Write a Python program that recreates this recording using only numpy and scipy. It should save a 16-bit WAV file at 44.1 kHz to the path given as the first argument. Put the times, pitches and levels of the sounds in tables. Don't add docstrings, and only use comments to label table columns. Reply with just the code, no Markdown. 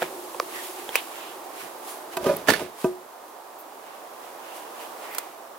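import sys
import numpy as np
from scipy import signal
from scipy.fft import rfft, irfft, next_fast_len
from scipy.io import wavfile

SR = 44100
rng = np.random.default_rng(int(sys.argv[2]) if len(sys.argv) > 2 else 0)


def wav_out(sig):
    wavfile.write(sys.argv[1], SR, np.round(np.clip(np.atleast_2d(sig).T, -1, 1) * 32767).astype(np.int16))


N = 246078
TOP_HZ = 16000
RING_T = np.arange(SR // 2) / SR
LEFT_RIGHT = np.array([[-.5], [.5]])

# [t/s, strength/dB, hardness/dB, what it meets]
LOG_CONTACTS = [(2.1701, -28.5, 10, "seat"), (2.242, -29, 16, "log"), (2.259, -19.5, 1, "log"),
                (2.2661, -21.5, 2.5, "seat"), (2.2894, -22, -9, "log"), (2.2947, -18.5, -4, "log"),
                (2.3107, -26.5, -4, "log"), (2.474, -36.5, 13, "block"), (2.4839, -14, 2, "block"),
                (2.4904, -17, 3, "block"), (2.5026, -22, 11.5, "block"), (2.536, -23.5, 3, "block"),
                (2.5947, -34.5, 15, "log"), (2.608, -38, 5, "seat"), (2.622, -36.5, -6, "seat"),
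                (2.8423, -27.5, 0.5, "seat"), (2.8442, -19.5, -2.5, "seat")]
# [f/Hz, level/dB, t60/s]
LOG_MODES = [(364.6, 1.5, 0.33), (632, -1.5, 0.17), (669, -0.5, 0.19), (971, 2, 0.093), (1206, -1.5, 0.084),
             (1544, -6, 0.095), (2560, -2, 0.035), (3070, -10, 0.049), (3350, -15, 0.055), (4350, -22, .06)]
# [f/Hz, correlation]
DIFFUSE_LIKENESS = [(60, 0.31), (300, 0.83), (800, 0.49), (2000, 0.11), (8000, 0.19)]
# [f/Hz, correlation]
CLOSE_LIKENESS = [(200, 1), (800, 0.99), (2500, 0.44), (6000, 0.041), (12000, -0.57)]


def amp(db):
    return 10 ** (np.asarray(db) / 20)


def unit(x):
    return x / np.sqrt(np.mean(x ** 2) + 1e-20)


def along(points, hz):
    f, v = np.transpose(points)
    return np.interp(np.log(hz + 1), np.log(f + 1), v)


def curves(rows):
    s, *cols = np.transpose(rows)
    return [np.interp(np.arange(N) / SR, s, c) for c in cols]


def filtered(x, response):
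    n = x.shape[-1]
    m = next_fast_len(n + 8192)
    return irfft(rfft(x, m) * response(np.fft.rfftfreq(m, 1 / SR)), m)[..., :n]


def noise(spectrum, likeness, grain_db=0, size=N):
    white = rng.standard_normal
    grains = np.repeat(amp(grain_db * white(size // 20 + 1)), 20)[:size]

    def mid_side(hz):
        turn = np.arccos(np.clip(along(likeness, hz), -1, 1)) / 2
        return amp(along(spectrum, hz)) * [np.cos(turn), np.sin(turn)]

    mid, side = filtered(white((2, size)) * grains, mid_side)
    return unit(np.array([mid + side, mid - side]))


def fade(t60, t=RING_T):
    return np.exp(-np.log(1000) * t / np.maximum(t60, 1e-3))


def ring(modes, tilt_db=0, right_db=0, scatter_db=3.5):
    out = np.zeros((2, len(RING_T)))
    for k, (hz, db, t60) in enumerate(modes):
        octaves_up = np.log2(hz / modes[0][0])
        level = db + tilt_db * octaves_up + scatter_db * rng.standard_normal()
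        lean = right_db * min(hz / 1500, 1) * LEFT_RIGHT
        out += (-1) ** k * amp(level + lean) * np.sin(2 * np.pi * hz * RING_T) * fade(t60)
    return out


def add(track, s, sound):
    part = track[:, max(round(s * SR), 0):][:, :sound.shape[1]]
    part += sound[:, :part.shape[1]]


def swell(s, rise_s, fall_s):
    t = np.arange(N) / SR - s
    return np.exp(-np.log(10) * np.minimum(np.maximum(-t / rise_s, t / fall_s), 10))


def overlap(levels_db, swells):
    return np.sqrt(amp(levels_db) ** 2 @ np.square(swells))


def radiated(x, corner_hz):
    return signal.sosfilt(signal.butter(2, corner_hz, "highpass", fs=SR, output="sos"), x)


def air():
    # [t/s, level/dB]
    heard_level = [(0, -43), (2.4, -42), (2.65, -46.5), (3.85, -45), (5.05, -40.5), (5.35, -45)]
    # [f/Hz, level/dB per Hz]
    rush_spectrum = [(30, -45), (80, -34), (140, -27), (200, -19.5), (320, -6.5), (500, -4.5), (750, -0.5),
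                     (1150, -4.5), (1350, -10.5), (1750, -14.5), (2300, -19.5), (4400, -23.5), (9000, -25),
                     (16000, -23.5)]
    level_db, = curves(heard_level)
    return amp(level_db + 2) * noise(rush_spectrum, DIFFUSE_LIKENESS, grain_db=1)


def rustle():
    # [t/s, swish level/dB]
    steady = [(0, -45.5), (1.05, -44), (1.45, -51), (3.2, -62), (4.2, -56), (5.0, -55.5), (5.45, -72)]
    # [t/s at the peak, scuff level/dB, swish level/dB, length/s]
    body_moves = [(0.024, -33, -41.5, .14), (0.56, -38, -41, 0.32), (0.652, -44.5, -38.5, .36),
                  (0.8, -43.5, -50, 0.28), (0.961, -31.5, -38, .16), (1.18, -42, -50, 0.52),
                  (1.608, -40, -41, 0.3), (1.898, -45, -39, 0.31), (2.136, -40, -43, 0.091),
                  (2.815, -45, -41.5, 0.26), (3.29, -73, -55, 0.15), (3.895, -49.5, -67, 0.48),
                  (4.25, -49.5, -53, 0.29), (4.484, -46.5, -60, 0.53), (4.57, -52, -44, 0.23),
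                  (4.818, -43.5, -45.5, 0.31), (5.045, -44, -50, 0.21), (5.16, -45, -47.5, 0.61)]
    # [f/Hz, level/dB per Hz]
    scuff_spectrum = [(40, -32), (150, -28), (350, -10.5), (900, 4.5), (1500, 0.5), (2000, 1), (2900, 0),
                      (4200, -8), (8000, -16.5), (16000, -37)]
    # [f/Hz, level/dB per Hz]
    swish_spectrum = [(1500, -20), (3500, -0.5), (6000, -2), (11000, 2), (16000, -3.5)]
    rise_share = 0.42
    steady_scuff_db = -6.5

    steady_db, = curves(steady)
    _, scuff_db, swish_db, _ = np.transpose(body_moves)
    moves = [swell(s, rise_share * length, (1 - rise_share) * length) for s, _, _, length in body_moves]
    scuff_gain = np.hypot(amp(steady_db + steady_scuff_db), overlap(scuff_db, moves))
    swish_gain = np.hypot(amp(steady_db), overlap(swish_db, moves))
    scuff = scuff_gain * noise(scuff_spectrum, DIFFUSE_LIKENESS, grain_db=3.0)
    swish = swish_gain * noise(swish_spectrum, DIFFUSE_LIKENESS, grain_db=1.5)
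    return scuff + swish + strokes()


def strokes():
    # [t/s at the peak, level/dB, rise and fall/s each, centre f/Hz, width/octaves]
    hisses = [(0.033, -38.5, .03, 2300, 0.32), (0.575, -40.5, 0.071, 1850, 0.12),
              (.63, -48, 0.086, 3330, 0.29), (0.978, -33, 0.046, 2860, 0.55),
              (1.247, -46.5, 0.16, 2950, 0.55), (1.905, -47, .07, 10400, 0.15),
              (2.368, -25.5, .003, 12600, 0.54), (3.604, -44.5, 0.033, 14000, 0.57),
              (4.564, -52.5, 0.21, 2780, .3), (4.82, -51, 0.09, 2670, 0.28),
              (5.136, -44.5, 0.14, 2050, 0.46), (5.13, -44, 0.039, 13500, 0.49)]
    out = np.zeros((2, N))
    for s, db, length, hz, octaves in hisses:
        envelope = np.hanning(round(2 * length * SR))
        band = [(hz / 8 ** octaves, -50), (hz / 2 ** octaves, -11), (hz, 0),
                (hz * 2 ** octaves, -11), (hz * 8 ** octaves, -50)]
        hiss = noise(band, DIFFUSE_LIKENESS, grain_db=1.5, size=len(envelope))
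        add(out, s - length, amp(db) * envelope * hiss)
    return out


def log_hum():
    hum_db, lift_db, lift_t60_s = -50.5, -38, 2.9
    width_hz = 30
    rub_spectrum = [(150, -8.5), (350, -4), (800, 4), (2000, -29)]  # [f/Hz, level/dB per Hz]
    t = np.arange(N) / SR
    mode_hz, _, t60 = LOG_MODES[0]
    landing_s = LOG_CONTACTS[0][0]
    carried = fade(t60, np.maximum(t - landing_s, 0))
    rubbing = np.hypot(amp(hum_db), amp(lift_db) * fade(lift_t60_s, t))

    def resonance(hz):
        return 1j * hz * width_hz / (mode_hz ** 2 - hz ** 2 + 1j * hz * width_hz)

    return carried * rubbing * unit(filtered(noise(rub_spectrum, CLOSE_LIKENESS), resonance))


def snaps():
    # [t/s, ring level/dB, f/Hz, t60/s, tick level/dB]
    cracks = [(0.015, -29, 1250, 0.0059, -32), (0.021, -18, 600, 0.025, -29),
              (0.0268, -19, 735, 0.022, -28), (0.346, -31.5, 495, 0.051, -48),
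              (0.3994, -13.5, 1015, .017, -29), (0.891, -27, 3210, .016, -36),
              (0.8913, -25.5, 706, .016, -42), (0.9555, -1, 2380, 0.0066, -10.5),
              (0.9602, -22, 2590, 0.048, -40), (2.1687, -32, 3760, .018, -24),
              (5.148, -44, 2120, .015, -23.5), (5.183, -40, 2500, .013, -15)]
    # [ratio to its pitch, level/dB, share of its t60]
    twig_modes = [(1.013, 1.5, 0.9), (1.17, 0, 0.91), (1.95, 2, 0.18), (2.3, -2.5, 0.62), (5, 0, 0.12)]
    # [f/Hz, level/dB, t60/s]
    knock_modes = [(490, 2, 0.021), (670, -3.5, 0.0085)]
    # [f/Hz, level/dB per Hz]
    tick_spectrum = [(200, -7), (1000, 2.5), (3000, -3), (7000, -0.5), (16000, 7)]
    middling_hz = 1020
    purer_db = 9
    knock_db, knock_loss_db = -3.5, 12.5

    out = np.zeros((2, N))
    for s, db, hz, t60, tick_db in cracks:
        thinness = max(np.log2(hz / middling_hz), 0)
        modes = [(hz * ratio, level, t60 * share)
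                 for ratio, level, share in twig_modes if hz * ratio < TOP_HZ]
        stick = radiated(ring(modes, -purer_db * thinness, right_db=-0.5), corner_hz=0.77 * hz)
        knock = amp(knock_db - knock_loss_db * thinness) * ring(knock_modes)
        tick = fade(0.033) * noise(tick_spectrum, CLOSE_LIKENESS, size=len(RING_T))
        tick = tick * amp([[-1], [1]])
        add(out, s, amp(db) * (stick + knock) + amp(tick_db) * tick)
    return radiated(out, corner_hz=208)


def footfalls():
    # [t/s, level/dB before a cut of 5.5 dB]
    steps = [(0.021, -32), (0.827, -51), (.885, -47), (1.628, -42)]
    # [f/Hz, level/dB per Hz]
    soil_spectrum = [(25, -12), (70, -9), (200, 4), (400, -2), (900, -29)]
    out = np.zeros((2, N))
    for s, db in steps:
        envelope = fade(0.15) - fade(0.015)
        add(out, s, amp(db - 5.5) * envelope * noise(soil_spectrum, CLOSE_LIKENESS, size=len(RING_T)))
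    return out


def log_blows():
    # [f/Hz, level/dB, t60/s]
    second_log_modes = [(167, -18, 0.36), (415.4, -9.5, 0.23), (561, -0.5, 0.16), (618.4, -1, 0.13),
                        (990, -15.5, 0.2), (1226, -9.5, 0.23), (1450, -21, 0.11), (2440, -20.5, 0.055)]
    # [f/Hz, level/dB, t60/s]
    block_modes = [(274, -10.5, 0.15), (433.5, -10.5, 0.16), (614, -7.5, 0.12), (684, -15, 0.079),
                   (790, -26, 0.078), (1117, -13, 0.061), (1426, -5, 0.037), (1497, -9, 0.076),
                   (1690, 1, 0.037), (1761, 3.5, 0.058), (2210, -11, 0.071), (2810, -31, 0.074),
                   (3040, -20, 0.061), (3500, -13, 0.044), (4397, -11.5, 0.067), (4625, -17, 0.1),
                   (4750, -9, 0.022), (6260, -16, 0.052)]
    # [f/Hz, level/dB, t60/s]
    thud_modes = [(56, -26, 0.24), (144, -5.5, 0.044), (290, -1.5, 0.02), (480, 0.5, 0.024)]
    # [f/Hz, level/dB per Hz]
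    crack_spectrum = [(100, -10), (700, 9), (2500, -7.5), (5000, -6), (8000, -9), (16000, -9)]
    energy_shares = {"seat": (-1, -17, -31, 3, -6.5), "log": (-15, 0.5, -23, -13, -15),
                     "block": (-24, -20, 0, -4, -1)}
    base_tilt_db, tilt_per_hardness = -4.5, 0.45

    out = np.zeros((2, N))
    for s, db, hard_db, contact in LOG_CONTACTS:
        log_db, second_db, block_db, thud_db, crack_db = db + np.array(energy_shares[contact])
        tilt_db = base_tilt_db + tilt_per_hardness * hard_db
        log = amp(log_db) * ring(LOG_MODES, tilt_db, right_db=-5.5)
        second_log = amp(second_db) * ring(second_log_modes, right_db=-0.5)
        block = amp(block_db) * ring(block_modes, right_db=10.5)
        crack = fade(0.037) * noise(crack_spectrum, CLOSE_LIKENESS, grain_db=5.5, size=len(RING_T))
        crack = amp(crack_db + hard_db) * crack * amp([[-2.5], [2.5]])
        thud = amp(thud_db - hard_db) * ring(thud_modes)
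        add(out, s, radiated(log + second_log + block + crack, corner_hz=147) + thud)
    return radiated(out, corner_hz=115)


def log_slide():
    # [t/s at the peak, rumble level/dB, grit level/dB, rise/s, fall/s]
    skid_rows = [(2.18, -39, -56, 0.023, 0.088), (2.273, -29, -35.5, 0.095, 0.22),
                 (2.492, -21, -19.5, 0.019, 0.094), (2.614, -34, -38.5, 0.11, 0.11),
                 (2.85, -34.5, -59, 0.015, 0.095)]
    # [f/Hz, level/dB per Hz]
    rumble_spectrum = [(25, -43), (45, -11), (85, -12), (150, -5), (330, 3), (620, 0.5), (800, -4),
                       (1200, -9), (2000, -28), (5000, -22)]
    # [f/Hz, level/dB per Hz]
    grit_spectrum = [(400, -30), (1500, 1.5), (3000, -1.5), (5000, -6.5), (7000, -12.5), (11000, -7),
                     (16000, -19)]
    _, rumble_db, grit_db, _, _ = np.transpose(skid_rows)
    skids = [swell(s, rise_s, fall_s) for s, _, _, rise_s, fall_s in skid_rows]
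    rumble = overlap(rumble_db, skids) * noise(rumble_spectrum, CLOSE_LIKENESS, grain_db=4.5)
    grit = overlap(grit_db, skids) * noise(grit_spectrum, CLOSE_LIKENESS, grain_db=3.5)
    return rumble + grit * amp([[-3], [2]])


def yard(x):
    # [f/Hz, t60/s]
    yard_decay = [(150, 0.52), (1500, 0.2), (10000, 0.34)]
    hz, t, z = signal.stft(rng.standard_normal((2, SR // 2)), SR, nperseg=256)
    decaying = z * fade(along(yard_decay, hz)[:, None], t)
    tail = signal.istft(decaying, SR, nperseg=256)[1]
    tail = np.pad(tail / np.linalg.norm(tail[0]), ((0, 0), (SR // 200, 0)))
    return signal.fftconvolve(x, tail, axes=1)[:, :N]


def scene():
    # [f/Hz, right over left/dB]
    right_excess = [(100, -1.5), (350, 1.5), (800, 4.5), (2500, 3), (6000, 0), (14000, 2.5)]
    lead = .26
    near = log_blows() + log_slide() + log_hum() + snaps() + footfalls()
    mix = near + amp(-20.0) * yard(near) + rustle() + air()

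    def microphone_pair(hz):
        level = amp(along(right_excess, hz) * LEFT_RIGHT)
        return level * np.exp(-1j * lead * LEFT_RIGHT * np.minimum(hz / 200, 1))

    return filtered(mix, microphone_pair)


def record(dry):
    return filtered(dry, lambda hz: 1 / (1 + (hz / TOP_HZ) ** 120))


dry = scene()
out = record(dry)
wav_out(out)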